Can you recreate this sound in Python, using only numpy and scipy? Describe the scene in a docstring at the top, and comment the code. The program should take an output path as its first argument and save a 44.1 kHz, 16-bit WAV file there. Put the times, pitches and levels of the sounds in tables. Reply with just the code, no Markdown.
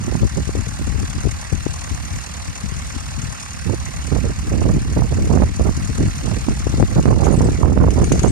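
"""A diesel tractor clatters at about 38 firings a second over a dull exhaust rumble and a faint whistle.
Knocks and injector ticks are noise bursts, coloured like the block; the rumble is low noise, the whistle two tones.
Wind buffets the two ports of a small microphone, harder and harder: noise whose eddies shrink as it blows.
At the end of the furrow the plough is lifted and turned over: it clanks as scraping noise and ringing tones."""
import sys
import numpy as np
from scipy import signal
from scipy.fft import rfft, irfft
from scipy.io import wavfile
from scipy.ndimage import uniform_filter1d

SR = 44100
rng = np.random.default_rng(int(sys.argv[2]) if len(sys.argv) > 2 else 0)


def materialize(psi):
    """Save the field psi as 16-bit PCM at rate SR to the path in sys.argv[1].

    A 1-D psi becomes a single channel; in a 2-D psi each row is a channel.
    """
    bounded = np.clip(np.atleast_2d(psi).T, -1, 1)
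    quanta = np.round(bounded * 32767).astype(np.int16)
    wavfile.write(sys.argv[1], SR, quanta)


N = 366471
TIME = np.arange(N) / SR
BINS = np.fft.rfftfreq(N, 1 / SR)  # Hz

# engine speed: time_s, firings_per_s
ENGINE_SPEED = [(0.0, 38.67), (0.7, 38.5), (1.5, 37.83), (2.3, 37.84), (3.1, 37.65), (4.2, 37.47),
                (4.7, 37.14), (5.1, 37.17), (5.7, 38.84), (6.5, 39.09), (7.1, 38.73), (7.6, 38.44),
                (8.31, 38.08)]


def count_firings():
    """The running count of firings: the engine speed summed over time."""
    first_firing = 0.45  # the count at the start
    return first_firing + np.cumsum(curves(ENGINE_SPEED)[0]) / SR


# the four cylinders in firing order, relative strengths: knock_db, ring_db, injector_tick_db
CYLINDERS = [(-3.5, 17, 11.5), (-5, 20.5, 11), (-3.5, 20.5, 13), (-3, 16, 15.5)]


def blows(firings, offset, cylinder_db, decay_s, scatter_db):
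    """Power envelope of one decaying blow a firing, each cylinder with its own strength; mean 1."""
    number = np.arange(1, int(firings[-1]))
    late, size = rng.standard_normal((len(number), 2)).T
    jitter_s = 0.0013
    at_s = np.interp(number + offset, firings, TIME) + jitter_s * late
    place = np.clip((at_s * SR).astype(int), 0, N - 1)
    blow_db = np.take(cylinder_db, number, mode="wrap") + scatter_db * size
    train = np.zeros(N)
    train[place] = amp(blow_db) ** 2
    power = signal.lfilter([1], [1, -np.exp(-1 / (decay_s * SR))], train)
    power = abs(uniform_filter1d(power, size=280))  # softens the attacks
    return power / power.mean()


# relative engine level, with a brief dip where the wind blows hard: time_s, level_db
ENGINE_LEVEL = [(0, 3.5), (3.4, 4.5), (4.9, 2), (6.25, 5), (7.55, 4), (7.84, -1), (8.0, 6)]
# colour of the engine block at each port: freq_hz, left_db, right_db
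BLOCK_COLOUR = [(408, -7, -2.5), (614, -3.5, 2), (1090, -6, 3.5), (1510, -5, 1), (1770, -5, 3),
                (2740, -12.5, -1.5), (3030, -10.5, -7.5), (4070, -9.5, -6.5), (4500, -6, -7),
                (4880, -11.5, -8), (6420, -0.5, -5.5), (8220, -9.5, -22), (9290, -4.5, -20),
                (12030, -25.5, -39), (14800, -45, -58)]


def engine(firings):
    """Injectors tick just before each combustion knock; both ring the block over the wash of gears and fan."""
    level_db = curves(ENGINE_LEVEL)[0]
    knock_db, ring_db, tick_db = np.transpose(CYLINDERS)
    # offsets count in firings
    tick = blows(firings, offset=-0.16, cylinder_db=tick_db, decay_s=0.0045, scatter_db=0.9)
    ring = blows(firings, offset=-0.13, cylinder_db=ring_db, decay_s=0.006, scatter_db=0.6)
    knock = blows(firings, offset=0, cylinder_db=knock_db, decay_s=0.005, scatter_db=0.6)

    # the treble swells and dips more than the knock does
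    low = unit(ports(np.sqrt(1 + knock), likeness=0.74)) * amp(0.33 * level_db)
    middle = unit(ports(np.sqrt(1 + ring), likeness=0.63)) * amp(level_db)
    high = unit(ports(np.sqrt(amp(-3) + tick), likeness=0.68)) * amp(level_db)
    ping = unit(ports(np.sqrt(amp(-11) + tick), likeness=0.68)) * amp(level_db)

    # many close modes ripple the colour of the block
    ripple_db = unit(np.convolve(rng.standard_normal(len(BINS)), np.hanning(1000), "same"))
    body = shape(BLOCK_COLOUR, BINS) * amp(ripple_db) * np.sqrt(above(270))

    # the ticks stand out most around 6.4 kHz, where the microphone resonates
    ping_hz, ping_width_hz = 6450, 800
    pinging = np.exp(-((BINS - ping_hz) / ping_width_hz) ** 2)
    ringing, ticking = above(3180), above(4760)
    bands = [(low, 1 - ringing),
             (middle, abs(ringing - ticking)),
             (high, ticking * (1 - pinging)),
             (ping, pinging)]
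    clatter = sum(colour(sound, body * np.sqrt(share)) for sound, share in bands)

    # the whole clatter flutters quickly and unevenly in level
    flutter = amp(1.1 * wander(150))
    return amp(-34.0) * unit(grainy(clatter, grain_db=1.9) * flutter)


# exhaust and chassis rumble: freq_hz, level_db
RUMBLE_COLOUR = [(35, -22), (70, 4), (110, -4), (260, -15), (520, -48.5)]


def exhaust(firings):
    """Muffled puffs blur into a low rumble that swells and lulls at random, stronger on the right."""
    knock_db = np.transpose(CYLINDERS)[0]
    puffs = blows(firings, offset=0.2, cylinder_db=knock_db, decay_s=0.009, scatter_db=2)
    swell = amp(2.4 * wander(10))
    rumble = colour(ports(np.sqrt(1 + puffs) * swell, likeness=0), shape(RUMBLE_COLOUR, BINS))
    return amp(-30.5) * sides(lean_db=-5.0) * unit(rumble)


# thin whistle over the engine: pitch_hz, peak_db
WHISTLE_TONES = [(4998, -56.5), (5192, -67)]


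def whistle():
    """Two faint sine tones whose pitch wavers by about 10 Hz."""
    out = np.zeros(N)
    for pitch_hz, peak_db in WHISTLE_TONES:
        cycles = np.cumsum(pitch_hz + 10 * wander(22.8)) / SR
        out += amp(peak_db) * np.sin(2 * np.pi * cycles)
    return out


# rattles as the plough turns over: start_s, scrape_db, scrape_t60_s, ring_db, strongest_ring_hz
CLINKS = [(7.027, -20, 0.015, -36, 2885), (7.242, -26.5, 0.14, -42, 6540), (7.258, -36, 0.05, -40, 10800),
          (7.325, -33, 0.088, -30.5, 9400), (7.365, -38, 0.034, -35, 8000), (7.443, -40, 0.03, -31, 8000),
          (7.906, -19.5, 0.017, -44, 6180), (8.042, -20.5, 0.027, -31, 8810),
          (8.121, -14.5, 0.03, -29, 6180), (8.193, -19, 0.035, -50, 6750), (8.231, -25.5, 0.087, -35, 6540),
          (8.281, -38, 0.05, -29, 8000)]
# colour of the scrapes and the rustle: freq_hz, level_db
SCRAPE_COLOUR = [(500, -12), (1300, 1), (5600, -5), (6400, 5.5), (7700, -2), (10500, -8.5), (14500, -33)]
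# ringing pitches heard in the clinks, some near the microphone's resonance: pitch_hz
CLINK_PITCHES = [2256, 2885, 6180, 6540, 6750, 8000, 8810, 9400, 10800]


def plough(rustle_db, ring_t60_s, reach_hz):
    """Loose steel scrapes and rings while the plough turns; soil and straw rustle off it at the end."""
    out = np.zeros((2, N))
    t = np.arange(SR // 5) / SR
    pitch_hz = np.array(CLINK_PITCHES)[:, None]
    rustle_rise = np.interp(TIME, [7.9, 8.05, 8.2], [0, 0.55, 1])
    envelope = amp(rustle_db) * rustle_rise * amp(3.4 * wander(24))
    attack_s = 0.0007
    for start_s, scrape_db, scrape_t60_s, ring_db, centre_hz in CLINKS:
        age = np.maximum(TIME - start_s, 0)
        envelope += amp(scrape_db - 60 * age / scrape_t60_s) * np.minimum(age / attack_s, 1)
        # each clink rings most at the pitches near its own
        weight = 1 / (1 + abs(pitch_hz - centre_hz) / reach_hz)
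        # the phase drifts separately at each port
        drift = 0.004 * np.cumsum(rng.standard_normal((2, len(pitch_hz), len(t))), -1)
        cycles = pitch_hz * t + rng.random((len(pitch_hz), 1)) + drift
        ring = (weight * np.sin(2 * np.pi * cycles)).sum(1)
        fade = amp(ring_db - 60 * t / ring_t60_s) * np.minimum(t / attack_s, 1)
        add(out, start_s, fade * ring)

    # the scraping sings at the same pitches
    singing_width_hz, singing_db = 90, 7
    nearness = (1 / (1 + ((BINS - pitch_hz) / singing_width_hz) ** 2)).max(0)
    singing = amp(singing_db * nearness)
    scrape = colour(ports(envelope, likeness=0), unit(shape(SCRAPE_COLOUR, BINS) * singing))
    return sides(lean_db=3.6) * (out + grainy(scrape, grain_db=2.5))


# breeze between gusts, as wind strength: time_s, left_db, right_db
BREEZE = [(0, -23, -18.5), (1.1, -21, -29.5), (2.3, -26, -28), (3.2, -23.5, -55), (3.6, -26.5, -21),
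          (5, -18.5, -18.5), (6.4, -22, -23.5), (7.3, -19.5, -13), (8.31, -16.5, -18)]
# gusts, as wind strength: full_strength_s (time), hold_s, strength_db, left_minus_right_db
GUSTS = [(0.052, 0.15, -21.5, -21), (0.216, 0.029, -15, 22), (0.36, 0.038, -19.5, -19),
         (0.558, 0.034, -21, 20), (0.792, 0.023, -21.5, -20), (0.87, 0.17, -23, 14),
         (1.025, 0.018, -23, -20), (1.166, 0.015, -22, -17), (1.244, 0.042, -18.5, 20),
         (1.527, 0.029, -18.5, 8), (1.915, 0.017, -21, 16), (2.11, 0.041, -26, 18), (2.477, 0.02, -25, 16),
         (2.632, 0.053, -24, 18), (2.944, 0.026, -23, 1), (3.174, 0.12, -25, 18), (3.658, 0.07, -17.5, -15),
         (4.119, 0.044, -14.5, -10), (4.194, 0.098, -21.5, -24), (4.512, 0.17, -16.5, -28),
         (4.676, 0.094, -15.5, -6.5), (4.972, 0.064, -16, -27), (5.118, 0.19, -18.5, -4),
         (5.298, 0.15, -12.5, -13.5), (5.596, 0.1, -15, -26), (5.738, 0.16, -24.5, 5),
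         (5.993, 0.08, -16.5, -2), (6.228, 0.14, -20, -28), (6.493, 0.023, -18, -2), (6.66, 0.12, -23, 11),
         (6.786, 0.047, -14.5, 7.5), (6.967, 0.024, -11, -5), (7.055, 0.07, -10.5, -8),
         (7.235, 0.099, -12.5, -30), (7.377, 0.11, -14.5, -2.5), (7.627, 0.091, -10, -13.5),
         (7.77, 0.11, -10, -11), (7.966, 0.063, -12.5, -9), (8.11, 0.066, -18, -8), (8.24, 0.03, -10, -21)]


def airflow():
    """Wind strength at each port: gusts rise, hold and fall on top of a breeze that comes in puffs."""
    rise_s, fall_s = 0.014, 0.035
    puffs_db = 1.6 * np.array([wander(10), wander(10)])
    power = amp(np.array(curves(BREEZE)) + puffs_db) ** 2
    for full_s, hold_s, strength_db, lean_db in GUSTS:
        rise = 1 + (TIME - full_s) / rise_s
        fall = 1 + (full_s + hold_s - TIME) / fall_s
        gust = np.clip(np.minimum(rise, fall), 0, 1)
        power += (amp(strength_db) * sides(lean_db) * gust) ** 2
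    return np.sqrt(power)


# pressure spectrum of fully developed eddies: freq_hz, level_db
EDDY_COLOUR = [(25, -15), (65, 4), (130, -3.5), (300, -11), (600, -18), (1200, -24.5), (3000, -35)]


def wind(air, gain_db, corner_hz, opening, flutter_db, calm_db, spiky):
    """Turbulence on one port: it comes in lumps, and the stronger it blows the smaller its eddies get."""
    strength = air ** 3 / (air ** 2 + amp(calm_db) ** 2)  # light air hardly stirs the port
    churn = wander(58)
    churn = unit(churn - 0.5 * uniform_filter1d(churn, size=3600))
    lumps = amp(flutter_db * 2 * np.tanh(churn / 2))
    # stronger air opens the treble
    corner = corner_hz * (strength * lumps / amp(-18)) ** opening
    corner = corner / np.hypot(1, corner / 1500)  # eddies get no smaller than the port
    noise = rfft(rng.standard_normal(N)) * shape(EDDY_COLOUR, BINS)[0]
    octave = np.log2(BINS + 1)
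    out = np.zeros(N)
    # a moving low-pass, built from half-octave bands
    for centre in np.arange(4, 12.5, 0.5):
        band = irfft(noise * np.maximum(1 - 2 * abs(octave - centre), 0), N)
        out += band / np.sqrt(1 + (2 ** centre / corner) ** 6)
    out *= np.sqrt(lumps)
    # averaged over a few lumps, the pressure follows the strength of the gust
    power = uniform_filter1d(uniform_filter1d(out ** 2, size=2000), size=2000)
    push = amp(gain_db) * strength * out / np.sqrt(power + 1e-12)
    # pressure grows with the square of the air speed, which sharpens the crests
    return push + spiky * push ** 2


# single hard eddies: centre_s, strength_db, port that is struck
BUFFETS = [(0.082, -10, "right"), (0.154, -5.5, "right"), (0.493, -12.5, "left"), (0.554, -10.5, "left"),
           (1.256, -16.5, "left"), (1.666, -7, "left"), (4.992, -6, "right"), (5.381, -11, "right"),
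           (5.597, -8.5, "left"), (6.008, -7.5, "right"), (6.486, -1.5, "right"), (6.67, -7, "left"),
           (6.741, -9, "left"), (6.827, 1, "left"), (6.987, -1, "left"), (7.057, 1, "right"),
           (7.088, 4, "right"), (7.307, 0.5, "right"), (7.408, -2, "right"), (7.652, -2, "right"),
           (7.826, 1.5, "right"), (7.885, -3.5, "right"), (8.119, 0.5, "right"), (8.247, 2, "right")]


def buffets(swing_db, snap_db, width_s, crest_hz):
    """A hard eddy swings the pressure at one port and snaps as its core crosses; the harder, the tighter."""
    out = np.zeros((2, N))
    t = np.arange(-SR // 40, SR // 40) / SR
    for centre_s, strength_db, port in BUFFETS:
        width = width_s * amp(2 * rng.standard_normal())
        near = 1 / (1 + (t / width) ** 2)
        # the swing is fastest near the core, with an uneven speed
        uneven = amp(2.7 * np.sin(2 * np.pi * (t / (2 * width) + rng.random())))
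        turns = crest_hz * np.cumsum(near * uneven) / SR + rng.random()
        swing = np.sin(2 * np.pi * turns) * np.sqrt(near) * np.hanning(len(t))
        core_s = 0.00052 / np.sqrt(amp(strength_db))
        core_phase = np.exp(2j * np.pi * turns[len(t) // 2])
        snap = (core_phase / (1 - 1j * t / core_s) ** 3).imag
        pressure = amp(swing_db) * swing + amp(snap_db) * snap
        struck = [port == "left", port == "right"]
        add(out, centre_s + t[0], amp(strength_db) * np.outer(struck, pressure))
    return out


# lead of the left port for sound from the tractor: freq_hz, phase_radians
PORT_LEAD = [(900, 4.56), (1800, 4.845), (10000, 22.64)]


def ports(envelope, likeness):
    """Noise under an envelope, coming from the left: the right port hears it later and partly changed."""
    direct, scattered = rng.standard_normal((2, N)) * envelope
    hz, radians = np.transpose(PORT_LEAD)
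    lag = BINS * np.interp(BINS, hz, radians / hz)
    delayed = colour(direct, np.exp(-1j * lag))
    same = np.clip(likeness, 0, 1)
    return np.array([direct, same * delayed + np.sqrt(1 - same ** 2) * scattered])


def grainy(x, grain_db):
    """The colour shifts at random in small patches of time and pitch."""
    z = signal.stft(x, nperseg=512, noverlap=384)[2]
    patches = uniform_filter1d(rng.standard_normal(z.shape[1:]), size=4, axis=0)
    patches = uniform_filter1d(patches, size=6, axis=1)
    return signal.istft(z * amp(grain_db * unit(patches)), nperseg=512, noverlap=384)[1][:, :N]


def amp(db):
    """Decibels to gain."""
    return 10 ** (np.asarray(db) / 20)


def unit(x):
    """Scales to rms 1."""
    return x / np.sqrt(np.mean(x ** 2) + 1e-20)


def curves(rows):
    """Each column of a time table, at every sample."""
    s, *columns = np.transpose(rows)
    return [np.interp(TIME, s, c) for c in columns]


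def shape(points, hz):
    """Gain of a spectrum at hz, one row for each dB column."""
    f, *columns = np.transpose(points)
    return amp([np.interp(np.log(hz + 1), np.log(f), c) for c in columns])


def above(hz):
    """Share of the power that a steep high-pass lets through."""
    return 1 / (1 + (hz / (BINS + 1)) ** 10)


def colour(x, gain):
    """Filters by a gain for each frequency."""
    return irfft(rfft(x) * gain, N)


def wander(rate_hz):
    """Smooth random movement of rms 1."""
    return unit(colour(rng.standard_normal(N), np.exp(-(BINS / rate_hz) ** 2)))


def sides(lean_db):
    """Left and right gains of mean power 1; a positive lean favours the left."""
    return unit(amp([[lean_db / 2], [-lean_db / 2]]))


def add(mix, s, sound):
    """Mixes a stereo sound in at time s."""
    part = mix[:, max(round(s * SR), 0):][:, :sound.shape[1]]
    part += sound[:, :part.shape[1]]


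def gain_control(x, threshold_db, share, recovery_db_per_s):
    """Turns both ports down when their mean level passes the threshold, and comes back slowly."""
    power = abs(uniform_filter1d((x ** 2).mean(0), size=900))
    level_db = 10 * np.log10(power + 1e-12)
    # the held peak level falls at a steady rate
    fall_db = TIME * recovery_db_per_s
    held_db = np.maximum.accumulate(level_db + fall_db) - fall_db
    over_db = np.maximum(held_db - threshold_db, 0)
    return x * amp(-share * uniform_filter1d(over_db, size=400))


def scene():
    """Tractor and plough, with separate wind on each port."""
    firings = count_firings()
    tractor = engine(firings) + whistle() + exhaust(firings)
    rattle = plough(rustle_db=-41.5, ring_t60_s=0.14, reach_hz=220)
    left, right = airflow()
    gusts = np.array([
        wind(left, gain_db=4.0, corner_hz=278, opening=0.81, flutter_db=5.2, calm_db=-22.0, spiky=0.41),
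        wind(right, gain_db=2.0, corner_hz=405, opening=0.85, flutter_db=5.2, calm_db=-21.0, spiky=0.59)])
    gusts += buffets(swing_db=-3.5, snap_db=-1.5, width_s=0.00351, crest_hz=340.5)
    return tractor + rattle + gusts


def record(dry):
    """The microphone sheds the deepest bass; the recorder ducks and softly overloads on loud gusts, and limits
    the treble."""
    thin = signal.sosfilt(signal.butter(6, 38, "highpass", fs=SR, output="sos"), dry)
    ducked = gain_control(thin, threshold_db=-11.5, share=0.39, recovery_db_per_s=29)
    ceiling = 0.87  # of full scale
    held = ducked / (1 + (ducked / ceiling) ** 4) ** (1 / 4)
    band_limit = signal.firwin(511, 15000, window=("kaiser", 9), fs=SR)  # low-pass at 15 kHz
    return signal.oaconvolve(held, band_limit[None], "same")


dry = scene()
out = record(dry)
materialize(out)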